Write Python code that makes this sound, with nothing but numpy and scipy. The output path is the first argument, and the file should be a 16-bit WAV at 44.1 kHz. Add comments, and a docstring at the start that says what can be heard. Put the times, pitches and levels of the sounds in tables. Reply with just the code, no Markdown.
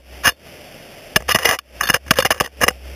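"""A hiss and wavering low hum open the outdoor scene, sunk at first, then swell; each later bout sinks them again.
From 0.23 s steel climbing tools and spikes scrape and clack on rock, very close to a small camera, then pause.
From 1.16 s contacts crowd together with brief gaps until 2.7 s; now and then the steel pings, an enduring mode.
Each contact is stick-slip: a burst of tiny slips rings the same few short resonances.
Throughout, the recorder overloads and holds samples at a low rate: spectral images make a gritty treble."""
import sys
import numpy as np
from scipy import signal
from scipy.fft import rfft, irfft
from scipy.io import wavfile

SR = 44100
rng = np.random.default_rng(int(sys.argv[2]) if len(sys.argv) > 2 else 0)


def dump(signal):
    """Clip the signal to [-1, 1] and save it as 16-bit WAV at the path in sys.argv[1]."""
    limited = np.clip(np.atleast_2d(signal).T, -1, 1)
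    pcm = np.round(limited * 32767).astype(np.int16)
    wavfile.write(sys.argv[1], SR, pcm)


N = 130095

# Strikes, with strengths in four registers before the common gain CLACK_DB:
# [onset t/s, nominal length t/s, knock f/Hz, ring f/Hz, thud level/dB, knock level/dB, ring level/dB, edge level/dB]
STRIKES = [(0.255, 0.00372, 626, 1687, -30, -53.5, -13, -14.5),
           (0.27, 0.01182, 689, 1704, -23.5, -25.5, -10, -13),
           (0.318, 0.003942, 511, 1877, -43.5, -40, -41.5, -57.5),
           (1.159, 0.0087125, 623.5, 1678, -15.5, -15, -6.5, -7.5),
           (1.203, 0.00402, 545, 1926, -36, -33.5, -34.5, -50.5),
           (1.221, 0.002288, 509.5, 1957, -41, -33, -34.5, -53.5),
           (1.287, 0.005584, 770.4, 2060, -34, -21, -18, -34),
           (1.318, 0.00306, 812.6, 1993, -38.5, -46.5, -27, -13.5),
           (1.345, 0.006094, 649.9, 1987, -19, -14, -13, -10.5),
           (1.356, 0.004443, 768.9, 1900, -24, -29.5, -9.5, -13),
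           (1.386, 0.007637, 798, 1825, -40, -40.5, -22, -24),
           (1.429, 0.002432, 502.8, 1930, -48, -30, -17.5, -19),
           (1.451, 0.00789, 493.2, 1969, -31.5, -15.5, -11, -11),
           (1.489, 0.003138, 769.3, 1968, -23, -23.5, -11.5, -13.5),
           (1.51, 0.002265, 665.5, 1865, -44, -14.5, -12, -14),
           (1.5869, 0.0020174, 479, 1506, -48.5, -46.5, -22, -20),
           (1.809, 0.0029426, 827, 1714, -38.5, -31.5, -8.5, -24.5),
           (1.832, 0.007915, 535.1, 1703, -42, -32.5, -19, -26),
           (1.853, 0.00731, 770.3, 1704, -39.5, -39.5, -24.5, -35),
           (1.87, 0.010355, 719.5, 1647, -47, -40.5, -25, -26.5),
           (1.888, 0.007362, 692.9, 1674, -49, -29, -16, -22),
           (1.898, 0.00601, 671.4, 1649, -18, -20, -5, -17),
           (1.914, 0.005162, 804.5, 1644, -39.5, -34, -30.5, -39),
           (1.928, 0.00441, 802.6, 1676, -48, -48.5, -27, -39.5),
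           (1.937, 0.003734, 615.9, 1548, -29.5, -24, -19.5, -17),
           (1.941, 0.005223, 508.2, 1676, -25, -15.5, -8, -12),
           (1.962, 0.0009773, 548.4, 1520, -33, -21, -17.5, -24.5),
           (2.063, 0.00806, 778.4, 1692, -39.5, -45, -42, -47),
           (2.077, 0.01048, 473, 1678, -45.5, -51, -36, -42),
           (2.107, 0.006317, 642.8, 1565, -12.5, -13.5, -4, -4.5),
           (2.134, 0.00605, 656.1, 1814, -49.5, -39.5, -30.5, -32),
           (2.156, 0.00655, 663.2, 1736, -49, -45, -30.5, -34.5),
           (2.185, 0.006706, 532.4, 1734, -22, -9.5, -14.5, -13.5),
           (2.2, 0.00885, 521.8, 2012, -35.5, -27, -19, -20),
           (2.223, 0.002768, 712, 1693, -31, -28, -13.5, -17),
           (2.248, 0.010213, 763.5, 1796, -26, -17.5, -14, -15),
           (2.303, 0.012855, 770.3, 1693, -31, -17, -14, -17.5),
           (2.314, 0.006775, 690.6, 2023, -33.5, -32, -21.5, -16),
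           (2.322, 0.003142, 832.3, 1854, -37, -38.5, -16.5, -27.5),
           (2.344, 0.00247, 765, 1603, -49, -43.5, -30.5, -33.5),
           (2.378, 0.002027, 473, 1676, -53, -39.5, -33, -33),
           (2.4, 0.002415, 883.5, 1664, -40.5, -27, -11, -22.5),
           (2.405, 0.00549, 592.8, 1622, -21, -13.5, -13.5, -15),
           (2.417, 0.002447, 745.5, 1725, -34, -28.5, -30.5, -26),
           (2.426, 0.0014, 467.3, 1863, -38.5, -30.5, -30, -34.5),
           (2.459, 0.001939, 491.6, 1893, -56, -30.5, -23.5, -26.5),
           (2.473, 0.00292, 487.9, 1541, -54, -37, -35, -51.5),
           (2.636, 0.004108, 488.9, 1951, -18.5, -16, -6.5, -11.5),
           (2.68, 0.00681, 545.1, 1950, -26, -14, -8, -10.5),
           (2.703, 0.009205, 768.7, 1492, -37.5, -33, -33, -38.5)]
# Drags, with strengths before the common gain SCRAPE_DB:
# [onset t/s, length t/s, rise t/s, knock f/Hz, ring f/Hz,
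#  thud level/dB, knock level/dB, ring level/dB, edge level/dB]
DRAGS = [(0.232, 0.058811, 0.02054, 702.5, 1690, -47.5, -27.5, -15, -17.5),
         (1.279, 0.040913, 0.01196, 632, 1895, -41.5, -32, -16.5, -17),
         (1.36, 0.012027, 0.001976, 715.8, 1909, -41.5, -30.5, -27.5, -42),
         (1.391, 0.04297, 0.001043, 516.9, 1936, -59, -33, -28, -31),
         (1.44, 0.11007, 0.007315, 753.4, 1966, -45, -25.5, -20, -23.5),
         (1.8, 0.04835, 0.00534, 696.5, 1698, -44.5, -36, -27.5, -44),
         (1.946, 0.013075, 0.0046, 679.6, 1848, -41.5, -27.5, -23.5, -22),
         (2.163, 0.02112, 0.00689, 494.8, 1753, -42.5, -35.5, -22.5, -24.5),
         (2.257, 0.005119, 0.000733, 548.2, 2064, -43, -22.5, -14.5, -14.5),
         (2.335, 0.051206, 0.002863, 509.4, 1784, -51.5, -40, -39, -44.5),
         (2.429, 0.023626, 0.02142, 723.6, 1892, -45, -36.5, -33, -33.5),
         (2.603, 0.035824, 0.016667, 496.6, 1776, -23, -21, -15.5, -21),
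         (2.662, 0.00856, 0.002405, 506.8, 1898, -51, -24, -32.5, -46.5)]
# Steel left ringing, amplitude before waver and decay: [onset t/s, level/dB]
STEEL_PINGS = [(.293, -32.5), (1.322, -28.5), (1.833, -21), (1.875, -24), (1.905, -39.5), (1.943, -45),
               (2.113, -54), (2.2, -24), (2.265, -52.5)]
# Short resonances common to all contacts, gains before register balancing: [f/Hz, bandwidth f/Hz, level/dB]
SHARED_MODES = [(140, 207.08, -5), (503.86, 45.47, -5), (675.93, 330, -16), (1159.4, 170.7, -5.5),
                (1701.8, 86.12, -6), (1938.5, 53, -18.5), (2480.3, 173.93, -6.5), (2851.5, 100, 14),
                (3558.3, 54, -12)]
# Registers thud, knock, ring and edge: [lower f/Hz, upper f/Hz]
REGISTERS = [(45, 330), (380, 900), (980, 2200), (2280, 3850)]
# Relative spectrum of the outdoor hiss: [f/Hz, level/dB]
HISS_SPECTRUM = [(18, -34.5), (30, -3.5), (48, -10), (60, -31), (86, -8), (149, -5), (193, -6.5),
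                 (302, -6.5), (481, -6.5), (589, -1), (1020, -18.5), (2800, -9), (3800, -18), (4940, -53.5),
                 (8360, -120)]
# Course of the hum before sinking: [t/s, f/Hz, level/dB]
HUM_COURSE = [(0, 62.97, -36.5), (0.218, 63.44, -41), (0.312, 65.03, -38), (0.398, 75.8, -49),
              (1.099, 62.03, -70), (1.172, 59.29, -35.5), (1.27, 68.76, -32.5), (1.36, 79.44, -39),
              (1.499, 69.12, -34), (1.66, 64.06, -39.5), (1.8, 60.05, -42), (1.95, 62.33, -33.5),
              (2.06, 70.89, -33), (2.2, 74.73, -37), (2.4, 70.73, -37.5), (2.55, 66.54, -37.5),
              (2.75, 63.66, -32.5), (2.95, 65.77, -34)]
# Sinkings of the background: [start t/s, deepest t/s, depth level/dB]
SINKINGS = [(-.1, 0.025, 14.5), (.25, 0.359, 15.5), (1.167, 1.248, 6.5), (1.297, 1.635, 19),
            (1.805, 1.99, 16), (2.122, 2.51, 13), (2.624, 2.8, 8)]

SLIPS_PER_S, SLIP_SPREAD_DB = 2200, 2.5
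GRIT_DB = -6.5  # noise relative to the slips
DULL_DB = -19  # unresonated drive
KNOCK_WIDTH_HZ, KNOCK_DB = 46.07, 0
RING_WIDTH_HZ, RING_DB = 179.85, -1.5
CLACK_RISE_S, CLACK_FALL_S, CLACK_DB = 0.0010281, 0.0025037, 1.6461
CLACK_PRESSED_SHARE = 0.6664  # of the nominal length
SCRAPE_FALL_S, SCRAPE_DB = 0.0058194, 0.5
JUDDER_DB, JUDDER_S = 2.5, 0.0039712
PING_HZ, PING_T60_S = 3568, 0.12603
PING_WAVER_DB, PING_WAVER_S = 2, 0.007
HISS_DB = -40  # rms before sinking
RECOVER_DB_PER_S, SINK_CURVE = 140, 1  # a curve exponent of 1 sinks linearly in dB
HOLD_HZ, HOLD_STEPS, CUTOFF_HZ = 8000, 4, 15350
OVERLOAD, KNEE = 0.84, 6  # amplitude ceiling, sharpness of its approach


def amp(db):
    """Amplitude ratio: ten to the power of level over 20."""
    return 10 ** (np.asarray(db) / 20)


def unit(x):
    """Normalization: the root mean square becomes 1."""
    return x / np.sqrt(np.mean(x ** 2) + 1e-20)


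def add(mix, s, sound):
    """Superposition: a sound adds to the mix from its onset."""
    part = mix[max(round(s * SR), 0):][:len(sound)]
    part += sound[:len(part)]


def waver(n, step_s):
    """Random fluctuation: straight lines join independent normal values, one every step."""
    return np.interp(np.arange(n) / SR / step_s, np.arange(n), rng.standard_normal(n))


def clacks(bands):
    """Impact: a point strikes and skids for a few milliseconds."""
    out = np.zeros(N)
    for s, length, knock_hz, ring_hz, *levels_db in STRIKES:
        force = press(CLACK_PRESSED_SHARE * length, CLACK_RISE_S, CLACK_FALL_S)
        add(out, s, contact(force, length, knock_hz, ring_hz, levels_db, bands))
    return amp(CLACK_DB) * out


def scrapes(bands):
    """Sliding friction: a point drags over the rock under a juddering force."""
    out = np.zeros(N)
    for s, length, rise, knock_hz, ring_hz, *levels_db in DRAGS:
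        force = press(length, rise, SCRAPE_FALL_S)
        judder = amp(JUDDER_DB * np.tanh(waver(len(force), JUDDER_S)))
        add(out, s, contact(force * judder, length, knock_hz, ring_hz, levels_db, bands))
    return amp(SCRAPE_DB) * out


def contact(force, length, knock_hz, ring_hz, levels_db, bands):
    """Stick-slip excitation: tiny slips under a force ring the shared modes and two of the spot."""
    n = len(force)
    slips = (rng.random(n) < SLIPS_PER_S / SR) * rng.choice([-1, 1], n)
    slips = slips * amp(SLIP_SPREAD_DB * rng.standard_normal(n))
    drive = force * (unit(slips) + amp(GRIT_DB) * rng.standard_normal(n))

    spot_modes = [(knock_hz, KNOCK_WIDTH_HZ, KNOCK_DB), (ring_hz, RING_WIDTH_HZ, RING_DB)]
    body = amp(DULL_DB) * drive
    for hz, width_hz, db in list(SHARED_MODES) + spot_modes:
        body = body + amp(db) * resonate(drive, hz, width_hz)

    # each register is balanced to its own strength
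    balanced = np.zeros(n)
    for band, db in zip(bands, levels_db):
        balanced += amp(db) * unit(signal.sosfilt(band, body))
    # energy in proportion to the nominal length
    return np.sqrt(length * SR / n) * balanced


def press(length, rise, fall):
    """Contact force: linear loading up to full force, hold, exponential release."""
    t = np.arange(0, length + 0.06, 1 / SR)  # 60 ms left for the release and ringing
    loading = np.minimum(t / rise, 1)
    release = np.exp(-np.maximum(t - length, 0) / fall)
    return loading * release


def resonate(x, hz, width_hz):
    """Damped resonance: one complex pole whose radius sets the bandwidth, with peak gain near 1."""
    r = np.exp(-np.pi * width_hz / SR)
    pole = r * np.exp(2j * np.pi * hz / SR)
    return 2 * signal.lfilter([1 - r], [1, -pole], x).real


def band_filters(order=3):
    """Spectral division: band-passes for thud, knock, ring and edge."""
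    return [signal.butter(order, edges, "band", fs=SR, output="sos") for edges in REGISTERS]


def pings():
    """Free vibration: one high steel mode decays exponentially with an uneven level."""
    out, t = np.zeros(N), np.arange(SR // 4) / SR
    decay = np.exp(-np.log(1000) * t / PING_T60_S)  # down 60 dB after PING_T60_S
    for s, db in STEEL_PINGS:
        level = amp(db + PING_WAVER_DB * waver(len(t), PING_WAVER_S)) * decay
        add(out, s, level * np.sin(2 * np.pi * PING_HZ * t))
    return out


def background():
    """Amplitude modulation: hiss and hum sink and swell back together."""
    t = np.arange(N) / SR
    return (hiss() + hum(t)) * amp(-sunk_db(t))


def hiss():
    """Filtered noise: a spectral envelope shapes steady white noise."""
    hz = np.fft.rfftfreq(N, 1 / SR)
    points_hz, points_db = np.transpose(HISS_SPECTRUM)
    envelope = amp(np.interp(np.log(hz + 1), np.log(points_hz), points_db))
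    envelope = envelope * (hz < HOLD_HZ / 2)
    return amp(HISS_DB) * unit(irfft(rfft(rng.standard_normal(N)) * envelope, N))


def hum(t):
    """Frequency modulation: phase accumulates a wavering low frequency."""
    at, points_hz, points_db = np.transpose(HUM_COURSE)
    phase = 2 * np.pi * np.cumsum(np.interp(t, at, points_hz)) / SR
    return amp(np.interp(t, at, points_db)) * unit(np.sin(phase))


def sunk_db(t):
    """Gain reduction: each dip deepens, then recovers at a constant rate; the deeper of overlaps holds."""
    sunk = np.zeros(N)
    for start, deepest, depth_db in SINKINGS:
        sink = np.clip((t - start) / (deepest - start), 0, 1) ** SINK_CURVE
        recovered_db = RECOVER_DB_PER_S * np.maximum(t - deepest, 0)
        sunk = np.maximum(sunk, depth_db * sink - recovered_db)
    return sunk


def scene():
    """Superposition: tools on rock over the outdoor background."""
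    bands = band_filters()
    return (clacks(bands) + scrapes(bands) + pings() + background())[None]


def record(dry):
    """Sample-and-hold: coarse sampling, soft saturation, stepped output with images, then a low-pass."""
    coarse = signal.resample_poly(dry, HOLD_HZ, SR, axis=1)
    coarse = coarse / (1 + abs(coarse / OVERLOAD) ** KNEE) ** (1 / KNEE)
    held = np.repeat(coarse, HOLD_STEPS, axis=1)
    steps = signal.resample_poly(held, SR, HOLD_HZ * HOLD_STEPS, axis=1)[:, :N]
    low_pass = signal.firwin(255, CUTOFF_HZ, window=("kaiser", 8), fs=SR)
    return signal.oaconvolve(steps, low_pass[None], "same")


dry = scene()
out = record(dry)
dump(out)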